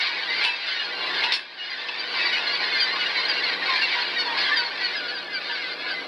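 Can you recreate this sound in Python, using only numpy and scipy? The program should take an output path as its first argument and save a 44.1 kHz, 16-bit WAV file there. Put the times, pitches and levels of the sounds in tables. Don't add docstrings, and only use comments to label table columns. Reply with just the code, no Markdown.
import sys
import numpy as np
from scipy import signal
from scipy.fft import rfft, irfft, next_fast_len
from scipy.io import wavfile
from scipy.ndimage import uniform_filter1d

SR = 44100
rng = np.random.default_rng(int(sys.argv[2]) if len(sys.argv) > 2 else 0)


def dump_mix(stems):
    frames = np.atleast_2d(stems).T
    limited = np.clip(frames, -1, 1)
    pcm = np.round(limited * 32767).astype(np.int16)
    wavfile.write(sys.argv[1], SR, pcm)


N = 268039


def gain_of(db):
    return 10 ** (np.asarray(db) / 20)


def evened(x):
    return x / np.sqrt(np.mean(x ** 2) + 1e-20)


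def read(points, hz):
    f, value = np.transpose(points)
    return np.interp(np.log(hz + 1), np.log(f + 1), value)


def coloured(x, db_of):
    size = next_fast_len(x.shape[-1])
    gain = gain_of(db_of(np.fft.rfftfreq(size, 1 / SR)))
    return irfft(rfft(x, size) * gain, size)[..., :x.shape[-1]]


def add(mix, s, sound):
    part = mix[max(round(s * SR), 0):][:len(sound)]
    part += sound[:len(part)]


def wander(size, span):
    once = uniform_filter1d(rng.standard_normal(size), int(span))
    return evened(uniform_filter1d(once, int(span)))


def fading_noise(seconds, t60):
    t = np.arange(round(seconds * SR)) / SR
    tail = rng.standard_normal(len(t)) * gain_of(-60 * t / t60)
    return tail / np.linalg.norm(tail)


# start in seconds, depth in dB.
DIPS = [(-.15, 5), (0.399, 9), (1.24, 15)]
DIP_S, REGAIN_DB_PER_S = 0.23, 20.5


def level(curve):
    t = np.arange(N) / SR
    dips_db = []
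    for s, depth in DIPS:
        sinking = depth * (t - s) / DIP_S
        regaining = depth - REGAIN_DB_PER_S * (t - s - DIP_S)
        dips_db.append(np.minimum(sinking, regaining))
    return gain_of(np.interp(t, *np.transpose(curve)) - np.maximum(np.max(dips_db, 0), 0))


# frequency in Hz, relative density in dB per Hz.
WASH = [(25, -47), (54, -43), (100, -47), (144, -26), (205, -24.5), (279, -11.5), (419, -9.5), (600, -10.5),
        (1000, -6), (1500, -7.5), (2600, -59)]
# frequency in Hz, level in dB relative to the ABOARD curve.
HUM = [(89.6, -31.5), (179.3, -19), (255, -32.5), (276, -15.5), (358, -15.5), (485.5, -10.5),
       (613.5, -13.5)]
# time in seconds, reference level in dB before the dips.
ABOARD = [(0, -42.5), (1.2, -39), (2.3, -41), (3.75, -39.5), (3.95, -42.5), (4.4, -38.5), (4.65, -43),
          (5.1, -42), (5.6, -43.5), (6.08, -40.5)]


def boat():
    wash = evened(coloured(rng.standard_normal(N), lambda f: read(WASH, f)))
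    t = np.arange(N) / SR
    hum = np.zeros(N)
    for hz, db in HUM:
        strength = gain_of(db + hz / 170 * wander(N, 2500))
        phase = 2 * np.pi * hz * t + hz / 350 * wander(N, 2500)
        hum += strength * np.sin(phase)
    return (gain_of(4.0) * wash + np.sqrt(2) * hum) * level(ABOARD)


HIGHEST_HZ = 14700
RISE_BEND = 0.82
SWELL_FIRST, SWELL_OVERTONES = 0.25, 1.2


def cry(length, pitches, harmonics_db, jitter, rasp, size):
    u = np.linspace(-1, 1, round(length * SR))
    k = np.arange(1, len(harmonics_db) + 1)[:, None]
    shake = wander(10 * size, 50)[:len(u)]
    grain = np.repeat(wander((len(k), size), 14), 10, 1)[:, :len(u)]
    start, middle, end = pitches
    hz = middle + (end - start) / 2 * u + ((start + end) / 2 - middle) * u ** 2
    turns = np.cumsum(hz * (1 + jitter * shake)) / SR
    heard = gain_of(harmonics_db)[:, None] * (k * middle < HIGHEST_HZ)
    heard = heard * (1 + rasp * grain) / np.hypot(1, rasp)
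    effort = np.clip(np.sin(np.pi * ((u + 1) / 2) ** RISE_BEND), 0, 1)
    heard = heard * effort ** np.where(k > 1, SWELL_OVERTONES, SWELL_FIRST)
    waves = np.sin(2 * np.pi * (k * turns + rng.random(k.shape)))
    return np.sqrt(2) * (heard * waves).sum(0) * (1 - 0.09 * u)


# frequency in Hz, gain in dB.
FLOCK = [(60, -70), (250, -44), (450, -23), (800, -11.5), (1100, -8), (1600, -3), (2050, 1.5), (2600, -0.5),
         (3200, -3.5), (4200, 0), (5200, -10), (7000, -9), (14000, -8)]
# central pitch in Hz, relative share of the cries.
VOICES = [(760, 6), (1020, 3), (1230, 2), (1480, 10), (1650, 8), (2120, 7)]
# time in seconds, level in dB before a 2 dB lift and the dips.
CLAMOUR = [(0, -18), (.27, -29.5), (.42, -22.5), (.55, -25.5), (.7, -18.5), (.97, -31), (1.15, -26.5),
           (1.3, -23), (1.5, -27.5), (1.7, -23), (2.08, -28.5), (2.2, -24.5), (2.8, -27), (3.5, -26.5),
           (3.6, -32), (3.7, -24), (4, -25.5), (4.12, -29), (4.3, -31), (4.4, -23.5), (4.6, -27),
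           (4.7, -31.5), (4.9, -28.5), (5.27, -37), (5.5, -30.5), (5.65, -31), (5.78, -36.5), (5.9, -30.5),
           (6.08, -36.5)]
FLOCK_CRIES = 1200
FAR_TREMBLE, FAR_RASP = .003, .36
BUZZ_HZ, BUZZ = (70, 260), .4


def far_flock():
    hz, share = np.transpose(VOICES)
    edges = np.cumsum(share) / share.sum()
    out = np.zeros(N)
    draws = rng.random((FLOCK_CRIES, 7))
    colours = rng.standard_normal((FLOCK_CRIES, 7))
    draws[:, 0] = (np.arange(FLOCK_CRIES) + draws[:, 0]) / FLOCK_CRIES
    for (at, voice, bend, fall, length, size, rate), colour in zip(draws, colours):
        bird = min(np.searchsorted(edges, voice), len(hz) - 1)
        pitch = hz[bird] * (1 + 0.28 * (bend - .5))
        glide = pitch * (1 + 0.029 * (fall - .3) * np.array([1.3, 0, -1]))
        harmonics_db = 3 * size + 2.2 * colour
        sound = cry(0.022 + 0.04 * length, glide, harmonics_db, FAR_TREMBLE, FAR_RASP, size=450)
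        buzz_hz = np.interp(rate, (0, 1), BUZZ_HZ)
        buzz = np.cos(2 * np.pi * buzz_hz * np.arange(len(sound)) / SR)
        add(out, at * N / SR, sound * (1 + BUZZ * buzz))
    hiss = rng.standard_normal(N) * gain_of(1.5 * wander(N, 500))
    babble = evened(out) + gain_of(-1.5) * hiss
    return evened(coloured(babble, lambda f: read(FLOCK, f))) * level(CLAMOUR) * gain_of(2.0)


# start in seconds, crunch reference in dB (rattle 4.5 below, crack 6 above), rattle hold in seconds, its added
# treble above 6 kHz in dB, ring offset in dB below 3 kHz, from 3 to 6 kHz, above 6 kHz, free ringing in
# seconds.
BLOWS = [(0.439, -15, .002, -2, -50, -44, -47, 0.068), (0.448, -19, 0.0027, -7, -21.5, -50, -22, 0.1),
         (1.2376, -23.5, 0.006, -33, -25.5, -48, -48, 0.12), (1.242, -22, .012, -2, -25, -47, -47, 0.15),
         (1.321, -14.5, 0.0045, -12, -43, -29, -33, 0.085), (1.328, -17, .012, 2, -42, -47, -43, 0.081),
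         (1.337, -15.5, 0.027, 2, -41, -24, -24, 0.12), (1.885, -29.5, 0.002, -20, -28.5, -53, -63, 0.014),
         (3.84, -24, .001, 11, -50, -50, -50, .01)]
# frequency in Hz, level in dB before the blow's offset,
# time to fall 60 dB in seconds while ringing freely.
GEAR = [(900, -10, .3), (974, -8, .4), (2400, -8, .08), (2633, 0, .9), (2890, -4, .15), (3531, 0, .2),
        (4300, 1, .1), (4480, 2, .1), (5334, 6, .15), (7353, -2, .3), (9683, 6, .27), (13600, 6, .12),
        (13940, 6, .16)]
# frequency in Hz, relative density in dB per Hz.
CRUNCH = [(100, -59), (400, -21), (950, -11), (1500, -8), (3500, 6.5), (5000, -3.5), (8000, 10),
          (14000, -1.5), (16000, -40)]
CUT_SHORT_T60_S = .05


def gear():
    out, t = np.zeros(N), np.arange(SR // 5) / SR
    hz, db, t60 = np.transpose(GEAR)[:, :, None]
    for s, crunch_db, length, treble_db, low_db, mid_db, high_db, free in BLOWS:
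        uneven = gain_of(2.2 * wander((len(GEAR), len(t)), 200))
        struck_db = db + np.select([hz < 3000, hz < 6000], [low_db, mid_db], high_db)
        cut_db = 60 * np.maximum(t - free, 0) / CUT_SHORT_T60_S
        ring = gain_of(struck_db - 60 * t / t60 - cut_db) * np.sin(2 * np.pi * hz * t)
        noise = rng.standard_normal(len(t))
        grit = evened(coloured(noise, lambda f: read(CRUNCH, f) + treble_db * (f > 6000)))
        rattle_fall_db = 60 * np.maximum(t - length, 0) / 0.12
        rattle = gain_of(crunch_db - 4.5 - rattle_fall_db + 0.88 * wander(len(t), 50))
        crack = gain_of(crunch_db + 6 - 60 * t / .012)
        onset = np.minimum(t / .001, 1) ** 2
        add(out, s, ((ring * uneven).sum(0) + (rattle + crack) * grit) * onset)
    return out


# start of the held part in seconds, its length in seconds, mid-cry pitch in Hz,
# fall from start to end in Hz (negative rises), fundamental level in dB,
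# number of the strongest overtone, its level in dB.
CRIES = [(.003, 0.0048, 735, 15, -57, 3, -23), (0.02, 0.088, 2240, 33, -45, 2, -36),
         (0.471, 0.022, 1483, 10, -58, 2, -28), (0.062, 0.042, 756, -14, -61, 5, -31),
         (0.129, 0.057, 1940, 67, -38, 2, -49), (0.225, 0.024, 1630, -40, -36, 2, -42),
         (0.284, 0.02, 1896, -2, -37.5, 2, -32), (0.289, 0.032, 2300, 9, -35, 2, -34),
         (.405, 0.026, 2080, 22, -34, 2, -40), (0.432, 0.0083, 2320, -2, -24, 2, -32),
         (0.305, 0.056, 2060, -40, -31, 2, -53), (0.669, 0.033, 720, -2, -61, 5, -32.5),
         (0.723, 0.012, 2180, -25, -37, 2, -45), (0.782, 0.054, 1440, -13, -48, 2, -31),
         (0.85, 0.019, 2180, 34, -46, 2, -32.5), (0.95, 0.14, 1397, 17, -60, 3, -35.5),
         (0.92, 0.23, 1392, 27, -60, 2, -36.5), (1.011, 0.047, 1700, 34, -49, 2, -35),
         (1.007, 0.089, 1030, 40, -39, 2, -46), (1.127, 0.083, 1820, 223, -32, 2, -35),
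         (1.273, 0.056, 1912, -1, -32.5, 2, -32.5), (1.588, 0.08, 1437, 3, -67, 2, -33.5),
         (1.589, 0.047, 1813, 147, -44, 2, -55), (1.704, 0.016, 2380, 31, -52, 2, -35),
         (1.887, 0.012, 904, 8, -52, 3, -35), (1.98, 0.058, 2330, 45, -41, 2, -35.5),
         (2.002, 0.02, 1556, 54, -42, 3, -30), (2.164, 0.018, 1042, 32, -33, 2, -33),
         (2.19, 0.057, 1296, -18, -56, 2, -27.5), (2.259, 0.019, 2285, 116, -29.5, 2, -25.5),
         (2.326, 0.038, 1476, 8, -36, 2, -24), (2.376, 0.02, 1427, 23, -53, 2, -29),
         (2.367, 0.039, 856, 4, -41, 3, -29), (2.469, 0.038, 2092, 43, -34, 2, -26.5),
         (2.524, 0.04, 2270, 158, -49, 2, -28), (2.607, 0.0029, 2320, 46, -24.5, 2, -34),
         (2.622, 0.043, 1023, -2, -38.5, 4, -30), (2.682, 0.16, 1760, -12, -37.5, 2, -34.5),
         (2.728, 0.052, 2118, 150, -27, 2, -27), (2.775, 0.05, 1640, 203, -50, 2, -35),
         (2.76, 0.015, 1595, 10, -28.5, 3, -30), (2.785, 0.033, 2180, 123, -48, 2, -26),
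         (2.802, 0.054, 1567, 99, -31, 3, -22), (2.859, 0.069, 2013, 11, -36, 2, -33),
         (2.935, 0.032, 1087, 86, -32.5, 2, -50), (2.996, 0.036, 2230, 93, -53, 2, -30),
         (2.997, 0.046, 1461, 47, -33, 2, -27), (3.065, 0.0094, 1418, 12, -43, 2, -24),
         (3.098, 0.061, 2083, 45, -38, 2, -35), (3.155, 0.055, 2220, 152, -32, 2, -36),
         (3.175, 0.034, 1016, -12, -35, 4, -26.5), (3.198, .021, 1590, -13, -50, 3, -32),
         (3.258, 0.0045, 2074, 18, -51, 2, -24.5), (3.29, 0.033, 1573, 168, -33, 3, -23),
         (3.364, 0.042, 1386, -7, -47, 2, -29.5), (3.373, 0.044, 1595, 18, -37, 3, -48),
         (3.437, 0.02, 2160, 104, -29.5, 2, -26), (3.49, 0.0096, 1605, 20, -30.5, 3, -39),
         (3.537, 0.016, 2070, 54, -35, 2, -30), (3.627, 0.01, 1844, 34, -26, 2, -34),
         (3.661, 0.017, 1456, 12, -31.5, 3, -28), (3.692, 0.068, 1041, 93, -28, 4, -30.5),
         (3.736, 0.017, 1650, 26, -35, 3, -35), (3.754, 0.021, 853, 38, -51, 5, -27),
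         (3.79, 0.038, 1763, -85, -28, 2, -38), (3.808, 0.028, 1594, 36, -30, 3, -39),
         (3.812, 0.055, 2200, 42, -46, 2, -28), (3.819, 0.048, 1377, 21, -51, 2, -25),
         (3.937, .021, 2084, -51, -30, 2, -51), (3.959, 0.075, 971, 10, -33, 2, -33),
         (3.983, 0.028, 1543, -57, -31, 2, -37), (4.017, 0.011, 2160, 75, -46, 2, -24),
         (4.066, 0.024, 2084, 192, -49, 2, -36), (4.169, 0.016, 1885, 109, -25.5, 2, -28.5),
         (4.186, 0.042, 736, 16, -50, 6, -23.5), (4.255, 0.034, 870, 56, -57, 5, -29),
         (4.26, 0.095, 936, 83, -31.5, 2, -34.5), (4.29, 0.048, 1715, 26, -54, 2, -35),
         (4.382, 0.044, 1688, -14, -31.5, 3, -36), (4.383, 0.077, 2153, 159, -39, 2, -27.5),
         (4.445, 0.011, 2130, -62, -29, 2, -33), (4.452, 0.048, 1666, 84, -27.5, 2, -28),
         (4.499, 0.03, 1170, 25, -28.5, 2, -36), (4.521, 0.035, 1776, -86, -21.5, 2, -34),
         (4.56, 0.043, 1854, 29, -36, 2, -29), (4.565, 0.061, 1524, 187, -27.5, 3, -23.5),
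         (4.578, 0.11, 950, 31, -36.5, 2, -50), (4.617, 0.05, 2133, 42, -37, 2, -55),
         (4.637, 0.048, 2180, 78, -59, 2, -28), (4.806, 0.061, 1940, 48, -30, 2, -45),
         (4.833, 0.041, 2176, 163, -42, 2, -25), (4.834, 0.054, 1470, 169, -35, 3, -29),
         (4.94, 0.014, 2090, 56, -31, 2, -46), (4.96, 0.04, 1640, 117, -30, 3, -31),
         (4.999, 0.087, 1450, 76, -35, 3, -58), (5.048, 0.045, 1610, 62, -44, 3, -52),
         (5.081, 0.036, 1467, 101, -33.5, 3, -30.5), (5.117, 0.024, 1720, -10, -35.5, 2, -58),
         (5.143, 0.051, 1560, 170, -34.5, 3, -33.5), (5.179, 0.038, 1905, -18, -34, 2, -37),
         (5.271, 0.049, 1705, 78, -38.5, 2, -63), (5.296, 0.07, 2063, -26, -39, 2, -54),
         (5.334, 0.053, 1546, 196, -30.5, 3, -31.5), (5.352, 0.034, 2330, 74, -33.5, 2, -42),
         (5.408, 0.14, 1212, 11, -48, 3, -41), (5.446, 0.071, 2100, 25, -60, 2, -41),
         (5.499, 0.023, 940, 25, -33.5, 3, -37), (5.5, 0.022, 1730, 21, -32, 2, -58),
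         (5.52, 0.047, 1544, 139, -31.5, 3, -35.5), (5.578, 0.042, 1640, 58, -34, 2, -57),
         (5.627, 0.1, 1525, 141, -37.5, 3, -46), (5.6, 0.025, 2150, 90, -32, 2, -48),
         (5.634, 0.037, 2020, 67, -33, 2, -46), (5.687, 0.047, 1790, -1, -45, 2, -38),
         (5.708, 0.052, 1172, 5, -63, 4, -43), (5.711, 0.045, 1570, 70, -46, 3, -39),
         (5.716, 0.017, 2065, 80, -38, 2, -38), (5.785, 0.068, 1696, -71, -38.5, 2, -38),
         (5.829, 0.027, 2270, -120, -36, 2, -54), (5.847, 0.037, 1020, 4, -38, 2, -50),
         (5.866, 0.067, 1654, 40, -34, 2, -50), (5.871, 0.04, 1445, -12, -36, 3, -44),
         (5.905, 0.039, 1540, 118, -30, 3, -33.5), (5.949, 0.051, 2036, 17, -31.5, 2, -44),
         (5.987, 0.042, 1590, -40, -37.5, 2, -58)]
EDGES_S = .007
EARLY_FALL = 0.568
TREMBLE, RASP = .0015, .26
STEP_BELOW_DB, FADE_BELOW_DB = -6, -1.5
STEP_ABOVE_DB, REGAIN_ABOVE_DB = -14, 0.57
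SHRILL, SHRILL_FROM_DB = 0.34, -25.5


def near_gulls():
    out, k = np.zeros(N), np.arange(1, 16)
    for s, length, hz, fall, first_db, strongest, strongest_db in CRIES:
        away = k - np.round(strongest)
        below_db = STEP_BELOW_DB - FADE_BELOW_DB * away
        shrill_db = SHRILL * (strongest_db - SHRILL_FROM_DB)
        above_db = STEP_ABOVE_DB + REGAIN_ABOVE_DB * away + shrill_db
        drop_db = np.where(away < 0, below_db, above_db) * (away != 0)
        stack_db = np.where(k == 1, first_db, strongest_db + drop_db)
        glide = (hz + EARLY_FALL * fall, hz, hz - (1 - EARLY_FALL) * fall)
        sound = cry(length + 2 * EDGES_S, glide, stack_db, TREMBLE, RASP, size=1100)
        add(out, s - EDGES_S, sound)
    scattered = signal.oaconvolve(out, fading_noise(0.2, t60=0.3))[:N]
    return out + gain_of(-19.0) * scattered


# frequency in Hz, gain in dB of the smeared copy.
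SIDES = [(30, -12), (70, -22), (150, -19.5), (1000, -23.5), (2500, -21.5), (5600, -13), (12000, 1)]


def scene():
    mid = boat() + far_flock() + gear() + near_gulls()
    smeared = signal.oaconvolve(mid, fading_noise(0.1, t60=0.1))[:N]
    side = coloured(smeared, lambda f: read(SIDES, f))
    return mid * gain_of([[.25], [-.25]]) + side * np.array([[1], [-1]])


# frequency in Hz, gain in dB.
MIC = [(25, -10), (75, -0.5), (4900, -0.5), (5150, -3.5), (5500, -10.5), (6050, -19), (6900, -32.5),
       (10500, -37), (12500, -73), (13600, -51), (14500, -71)]
# start in seconds (-1 is throughout), centre in Hz, width in Hz.
GAPS = [(-1, 266, 12), (-1, 1314, 150), (4.93, 883, 120), (4.93, 1072, 100), (4.93, 1925, 130)]
OVERLOAD, SQUASH = 0.2, 0.13


def record(dry):
    x = coloured(dry, lambda f: read(MIC, f))
    for s, hz, width in GAPS:
        cut = signal.lfilter(*signal.iirnotch(hz, hz / width, SR), x)
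        x = x + (cut - x) * np.clip((np.arange(N) / SR - s) / .02, 0, 1)
    excess = np.sign(x) * np.maximum(abs(x) - OVERLOAD, 0)
    x = x - SQUASH * signal.sosfilt(signal.butter(4, 500, "high", fs=SR, output="sos"), excess)
    treble = signal.butter(4, [6200, 12200], "band", fs=SR, output="sos")
    loudness = uniform_filter1d((x ** 2).mean(0), 900) ** 0.86
    left, right, both = signal.sosfilt(treble, rng.standard_normal((3, N)))
    hiss = np.array([left, right]) + both
    x = x + hiss * (gain_of(-39) * loudness + gain_of(-26) * level(ABOARD))
    band_limit = signal.firwin(511, HIGHEST_HZ, window=("kaiser", 9), fs=SR)
    return signal.oaconvolve(x, band_limit[None], "same")


dry = scene()
out = record(dry)
dump_mix(out)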